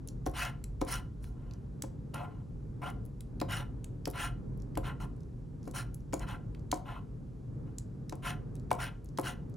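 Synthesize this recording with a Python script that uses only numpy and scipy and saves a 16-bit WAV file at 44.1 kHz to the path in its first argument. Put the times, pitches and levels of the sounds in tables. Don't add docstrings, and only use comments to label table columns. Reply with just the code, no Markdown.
import sys
import numpy as np
from scipy import signal
from scipy.fft import rfft, irfft, next_fast_len
from scipy.io import wavfile
from scipy.ndimage import uniform_filter1d, map_coordinates

SR = 44100
rng = np.random.default_rng(int(sys.argv[2]) if len(sys.argv) > 2 else 0)


def bounce(signal):
    frames = np.transpose(np.atleast_2d(signal))
    limited = np.clip(frames, -1, 1)
    pcm = np.round(limited * 32767).astype(np.int16)
    wavfile.write(sys.argv[1], SR, pcm)


def boost(x):
    u = np.asarray(x, float) / 20
    return 10 ** u


N = 421596


def unit(x):
    return x / np.sqrt(np.mean(x ** 2) + 1e-20)


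def along(points, hz):
    f, v = np.transpose(points)
    return np.interp(np.log(hz + 1), np.log(f + 1), v)


def wobble(rate):
    knots = rng.standard_normal(int(N * rate / SR) + 4)
    return map_coordinates(knots, [np.arange(N) * rate / SR])


def filtered(x, response):
    m = next_fast_len(N + SR // 2)
    return irfft(rfft(x, m) * response(np.fft.rfftfreq(m, 1 / SR)), m)[..., :N]


def spread(pair, alike):
    def turn(hz):
        return np.arccos(np.clip(along(alike, hz), -1, 1)) / 2

    mid, side = filtered(pair, lambda hz: np.array([np.cos(turn(hz)), np.sin(turn(hz))]))
    return np.array([mid + side, mid - side])


def hum():
    # start_s, rumble_db
    traffic = [
        (0.0, -62),
        (0.29, -46.5),
        (0.4, -49.5),
        (2.34, -55.5),
        (4.55, -51.5),
        (7.0, -52.5),
        (7.11, -56.5),
        (9.29, -55),
        (9.56, -57),
    ]
    # pitch_hz, level_db (per Hz)
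    rumble_colour = [(12, -25), (20, -13), (49, 6), (61, -2.5), (75, -6), (100, -16.5), (130, -39.5),
                     (220, -120)]
    drone_colour = [(41, -48), (70, -19), (124, -3), (182, -14), (281, -18), (347, -23.5), (441, -24),
                    (701, -40.5), (755, -38), (1480, -48.5), (2500, -64.5), (3250, -91), (5500, -120)]
    hiss_colour = [(880, -31), (1500, -10.5), (2530, -8.5), (3150, -10), (7840, -12), (12000, -16.5),
                   (13000, -31), (14000, -70)]
    # pitch_hz, likeness (1 = the same)
    far_alike = [(60, 0.99), (130, 0.92), (290, 0.61), (640, 0.09), (1400, 0.29), (2500, 0.94),
                 (6800, 0.96)]

    def rush(colour):
        noise = filtered(rng.standard_normal((2, N)), lambda hz: boost(along(colour, hz)))
        return unit(spread(noise, far_alike))

    t = np.arange(N) / SR
    rumble_db = np.interp(t, *np.transpose(traffic)) + 8.5 + 0.92 * wobble(2.1)
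    drone_db = -47.5 + 0.143 * t + 3.5 + 1.53 * wobble(5)
    hiss_db = -80 + 0.5
    rumble = boost(rumble_db) * rush(rumble_colour)
    drone = boost(drone_db) * rush(drone_colour)
    return rumble + drone + boost(hiss_db) * rush(hiss_colour)


def ticks():
    # start_s, peak_db, ring_hz
    grazes = [(0.0741, -34.5, 9900), (0.0857, -31.5, 5700), (1.5102, -43, 4330), (1.536, -44, 5550),
              (3.052, -49, 10600), (3.061, -50, 11000), (4.5744, -53, 12400), (5.164, -59, 8400),
              (5.641, -52, 5600), (5.654, -52, 5500), (6.005, -58, 5500), (4.6003, -52, 5800),
              (4.6204, -47.5, 6000), (5.2051, -53, 5900), (5.232, -55, 5750), (5.6292, -49.5, 5850),
              (5.9438, -36, 11500), (6.594, -54, 5670), (7.7835, -28.5, 7140), (8.5967, -48, 5530),
              (9.045, -48, 10200), (9.497, -56, 10500), (8.565, -51, 4000), (9.058, -50.5, 6300),
              (9.0882, -48, 5840), (9.5404, -52, 5700)]
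    # start_s, peak_db, ring_hz, card_db
    touches = [(0.2576, -46, 5740, -4), (0.2623, -29.5, 5400, -9), (0.6402, -34.5, 7600, -10),
               (0.8103, -40, 6320, -4), (0.814, -29, 5240, -9), (1.2413, -47.5, 10200, 4),
               (1.8217, -24.5, 7300, -12.5), (2.141, -39, 4000, 0), (2.818, -54, 11000, -10),
               (3.2064, -38.5, 8650, -10), (3.4006, -34.5, 5040, -4.5), (3.4134, -28, 4260, -6),
               (3.8431, -36.5, 7640, -8.5), (4.055, -27.5, 5500, -6), (4.7534, -43, 5640, 3.5),
               (4.774, -30.5, 11300, -7.5), (6.126, -41, 5210, 1), (6.132, -32, 6500, -8),
               (6.5478, -52.5, 4050, 10), (6.7154, -19.5, 5650, -9.5), (6.7254, -51, 5820, -8.5),
               (8.0949, -33.5, 5640, -10.5), (8.124, -42, 5870, -2), (8.5535, -43.5, 9600, -12.5),
               (8.706, -41, 5880, 6.5), (9.1747, -33, 5260, -5), (9.1854, -32.5, 10700, -1)]
    # start_s, peak_db, ring_hz
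    chatter = [(0.271, -38, 11300), (0.2957, -47, 10900), (0.314, -50, 10500), (0.346, -46, 9500),
               (2.144, -34, 10500), (2.901, -42, 11000), (4.158, -56, 9000), (4.908, -61, 9400),
               (5.05, -52, 11400), (0.8244, -48, 6300), (0.8485, -42, 9640), (1.8354, -45, 7320),
               (4.0756, -34.5, 11400), (4.1004, -38, 11400), (4.111, -39.5, 11400), (5.677, -42, 7470),
               (5.7113, -41, 7500), (6.1396, -26, 7100), (6.1664, -51, 6720), (6.194, -36.5, 7360),
               (6.742, -34, 7460), (6.7584, -42, 7010), (6.772, -46, 8210), (8.1537, -45.5, 7920),
               (8.7136, -27, 10100), (8.7284, -31, 8750), (8.7404, -49, 7140), (8.751, -44, 8710),
               (9.1958, -32.5, 10100), (9.2124, -35, 10300)]
    contacts = [(*row, 0) for row in touches]
    contacts += [(*row, -45, 0) for row in chatter]
    contacts += [(*row, -31, -11) for row in grazes]

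    out = np.zeros(N + SR)
    t = np.arange(SR // 10) / SR
    card_band = signal.butter(2, [1400, 3600], "band", fs=SR)
    crack_band = signal.butter(2, [4200, 15000], "band", fs=SR)
    shape = boost(-60 * t / 0.0094) + 0.029 * boost(-60 * t / 0.093)
    for start_s, peak_db, ring_hz, card_db, crack_db in contacts:
        noise = rng.standard_normal((3, len(t))) * (1 - np.exp(-t / 0.00096)) * shape
        ring = 1.88 * signal.lfilter(*signal.iirpeak(ring_hz, 3.5, SR), noise[0])
        crack = 0.57 * boost(crack_db) * signal.lfilter(*crack_band, noise[1])
        card = 2.2 * boost(card_db) * signal.lfilter(*card_band, noise[2])
        out[round(start_s * SR):][:len(t)] += boost(peak_db + 3.5) * (ring + crack + card)
    return out[:N]


def knocks():
    # start_s, peak_db, hardness_db, snap_db
    blows = [(0.263, -22.5, -16.5, -21), (0.814, -21.5, -13.5, -21), (1.836, -31, -18, -26),
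             (3.414, -22.5, -14.5, -15), (4.071, -26.5, -17, -34), (4.771, -24, -12.5, -17),
             (5.674, -33.5, -18, -24), (6.132, -23.5, -11.5, -15), (6.726, -26, -6, -9),
             (8.123, -30, -16, -20.5), (8.713, -23.5, -4, -3.5), (9.185, -23.5, -9, -29)]
    # pitch_hz, level_db, t60_s (time to die by 60 dB)
    table_tones = [(304.8, 6, 0.054), (364.5, -4, 0.1), (428.5, 3, 0.032), (527.5, -4, 0.11),
                   (730, 2, 0.044), (886, 4.5, 0.016), (1026, -2, 0.043), (1263, -2.5, 0.018),
                   (1720, -21.5, 0.032), (2210, -8.5, 0.017), (2730, -10, 0.0083)]
    out = np.zeros(N + SR)
    t = np.arange(SR // 5) / SR
    dull_band = signal.butter(2, [230, 900], "band", fs=SR)
    for start_s, peak_db, hard_db, snap_db in blows:
        dull = signal.lfilter(*dull_band, rng.standard_normal(len(t)))
        thud = 1.99 * boost(-60 * t / 0.072) * dull * (1 - np.exp(-t / 0.0012))
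        blow_curve = [0, hard_db + 10, hard_db + 3.5, snap_db + 11.5]
        for hz, level_db, t60_s in table_tones:
            blow_db = np.interp(hz, [540, 855, 1400, 1910], blow_curve)
            rise = 1 - np.exp(-t * hz / 1.06)
            pitch_hz = hz * (1 + 0.022 * rng.standard_normal())
            tone_db = level_db + blow_db + rng.normal(0, 2.1) - 60 * t / t60_s
            thud += boost(tone_db) * rise * np.sin(2 * np.pi * pitch_hz * t)
        cycles = 1100 * 0.00383 * (1 - np.exp(-t / 0.00352))
        wave_gain = 0.96 * (1 - np.exp(-t / 0.0007)) * boost(hard_db + 14.0 - 60 * t / 0.025)
        thud += wave_gain * np.sin(2 * np.pi * cycles)
        out[round((start_s + .0015) * SR):][:len(t)] += boost(peak_db - 3) * thud
    return out[:N]


def effort():
    # start_s, speeding_up_s, slowing_down_s, top_level_db, edge_hiss_db (over the top)
    strokes = [(0.333, .08, 0.091, -34.5, -8), (0.862, 0.066, 0.072, -39, -2),
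               (3.481, 0.052, 0.096, -36, -8.5), (4.13, 0.12, 0.04, -36, -8.5),
               (4.828, 0.044, 0.048, -42.5, -14.5), (5.734, .04, 0.058, -40.5, -1.5),
               (6.195, 0.039, 0.018, -45, -14), (6.264, 0.022, 0.079, -43, -12),
               (6.849, 0.037, 0.11, -49, -18), (8.22, 0.062, 0.056, -36.5, -10.5),
               (8.783, 0.044, 0.065, -37, -9.5), (9.226, 0.046, 0.064, -38.5, -6)]
    returns = [
        (2.135, 0.0033, 0.12, -47.5, -14.5),
        (2.814, 0.074, 0.025, -44.5, -15),
        (4.997, 0.021, 0.037, -48, -6),
    ]
    brushes = [
        (1.2, 0.047, 0.09, -70, 4.5),
        (1.34, 0.089, 0.22, -71, -20),
        (2.2, .04, 0.18, -65.5, -35),
        (5.62, .06, 0.045, -80, 12),
        (6.14, 0.025, .04, -68, 4),
        (6.735, .005, 0.083, -70, 5.5),
        (7.65, .02, 0.06, -72, -22),
        (8.73, .005, 0.05, -62, -7),
    ]
    press_db = -47
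    rows = [(*row, press_db + 0.29 * (row[3] - press_db), -17) for row in strokes]
    rows += [(*row, -43, -7.5) for row in returns]
    rows += [(*row, row[3] + 4, -17) for row in brushes]

    gains = np.zeros((3, N))
    for start_s, rise_s, fall_s, top_db, edge_db, press_db, start_db in rows:
        t = np.arange(round((rise_s + fall_s + .14) * SR)) / SR
        after = np.clip(t - rise_s - fall_s, 0, None)
        speed_db = start_db * np.clip(1 - t / rise_s, 0, 1) ** 2.4
        speed_db += -13 * np.clip((t - rise_s) / fall_s, 0, 1) ** 1.51
        stop_db = -14.5 * np.clip(after / 0.009, 0, 1) - 220 * after
        lift = np.clip(np.minimum(t, t[-1] - t) / 0.0046, 0, 1)
        card_db = top_db + speed_db + 1.1 * stop_db
        hiss_db = top_db + edge_db + 1.49 * speed_db + 1.4 * stop_db
        table_db = press_db + 0.51 * speed_db + stop_db
        gains[:, round(start_s * SR):][:, :len(t)] += lift * boost([card_db, hiss_db, table_db])
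    return gains


def drag():
    # pitch_hz, width_hz, level_db
    card_tones = [(713.7, 22, 3), (830.3, 51, 0.5), (1026, 60.6, 4.5), (1386, 61, 2.5), (1596, 100, -5),
                  (1751, 23.4, 1.5), (2002, 177, -5.5), (2604, 78, -1.5), (2888, 108, -2),
                  (3240, 240, -6.5), (4076, 65, -3), (5650, 410, -3.5), (6530, 440, -11), (7790, 740, -4),
                  (8980, 330, -2.5), (11640, 860, -2)]
    # pitch_hz, level_db
    body_colour = [(800, -32), (1300, 0.5), (2000, -2.5), (3250, -3), (3500, 5), (4200, -15.5),
                   (6000, -40.5)]
    edge_colour = [(3300, -8), (4200, 5.5), (6500, 5.5), (8200, -2), (9700, 12.5), (12000, -4.5),
                   (13400, 10.5), (14800, -1), (15800, 5), (16200, -39)]
    weight_colour = [(350, -38), (550, 10), (750, -3), (1000, -5), (1400, -5.5), (1800, -33)]

    def ring(f):
        total = .16
        for k, (c, w, db) in enumerate(card_tones):
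            total = total + (-1) ** k * boost(db) * 1j * f * w / (c * c - f * f + 1j * f * w)
        return total

    judder = wobble(70)
    colours = (body_colour, edge_colour, weight_colour)
    out = np.zeros(N)
    for gain, colour, trim_db, rough_db in zip(effort(), colours, (13.5, 6.5, 18.5), (1.5, 2.2, 1.6)):
        hz, t, z = signal.stft(rng.standard_normal(N), SR, nperseg=256)
        patches = uniform_filter1d(rng.standard_normal(z.shape), size=4, axis=0)
        patches = uniform_filter1d(patches, size=8, axis=1)
        slips = signal.istft(z * boost(2.4 * unit(patches)), SR, nperseg=256)[1][:N]
        slips = unit(slips * boost(rough_db * wobble(400) + 1.35 * judder))
        out += filtered(gain * boost(trim_db) * slips, lambda f: ring(f) * boost(along(colour, f)))
    return out


def tail(t60, seconds):
    hz, t, z = signal.stft(rng.standard_normal((2, int(seconds * SR))), SR, nperseg=128)
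    tails = signal.istft(z * boost(-60 * t / along(t60, hz)[:, None]), SR, nperseg=128)[1]
    return tails / np.linalg.norm(tails[0])


def ports(x):
    # pitch_hz, lead_radians
    lead = [(300, 0), (860, .7), (1800, -.2), (3100, .6), (5900, -.2), (7750, 0), (8350, 2), (9200, 1.9),
            (10400, .1), (11500, -.2), (12700, -3.12), (14300, -3.16), (14900, -6)]

    def response(hz):
        phase = along(lead, hz) * np.array([[.5], [-.5]])
        return np.exp(1j * phase) / (1 + (hz / 16050) ** 120) / (1 + (27 / (hz + 1)) ** 4)

    return filtered(x, response)


def scene():
    # pitch_hz, t60_s
    room = [(300, 0.53), (2000, 0.3), (10000, 0.18)]
    # pitch_hz, likeness (1 = the same)
    near_alike = [(300, 0.94), (640, 0.3), (1400, 0.9), (3100, 0.98), (5000, 0.92), (11000, 1),
                  (14000, 0.87)]
    # pitch_hz, lean_db
    lean = [(300, .4), (700, 4), (1300, .8), (2400, 0)]
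    background = hum()
    tool = ticks() + knocks() + drag()
    late = np.pad(tool, (300, 0))
    answer = signal.fftconvolve(late[None], tail(room, .5), axes=1)[:, :N]
    askew = filtered(tool, lambda hz: 1j * np.sqrt(2) * np.cos(2 * np.pi * hz * .0017))
    pair = np.array([tool + boost(-13.0) * answer[0], askew + boost(-10) * answer[1]])
    near = spread(pair, near_alike)
    return filtered(near, lambda hz: boost(along(lean, hz) * np.array([[.5], [-.5]]))) + background


def top_cut(x):
    return signal.sosfilt(signal.butter(12, 16960, fs=SR, output="sos"), x)


def record(dry):
    mix = ports(dry)
    return top_cut(mix)


dry = scene()
out = record(dry)
bounce(out)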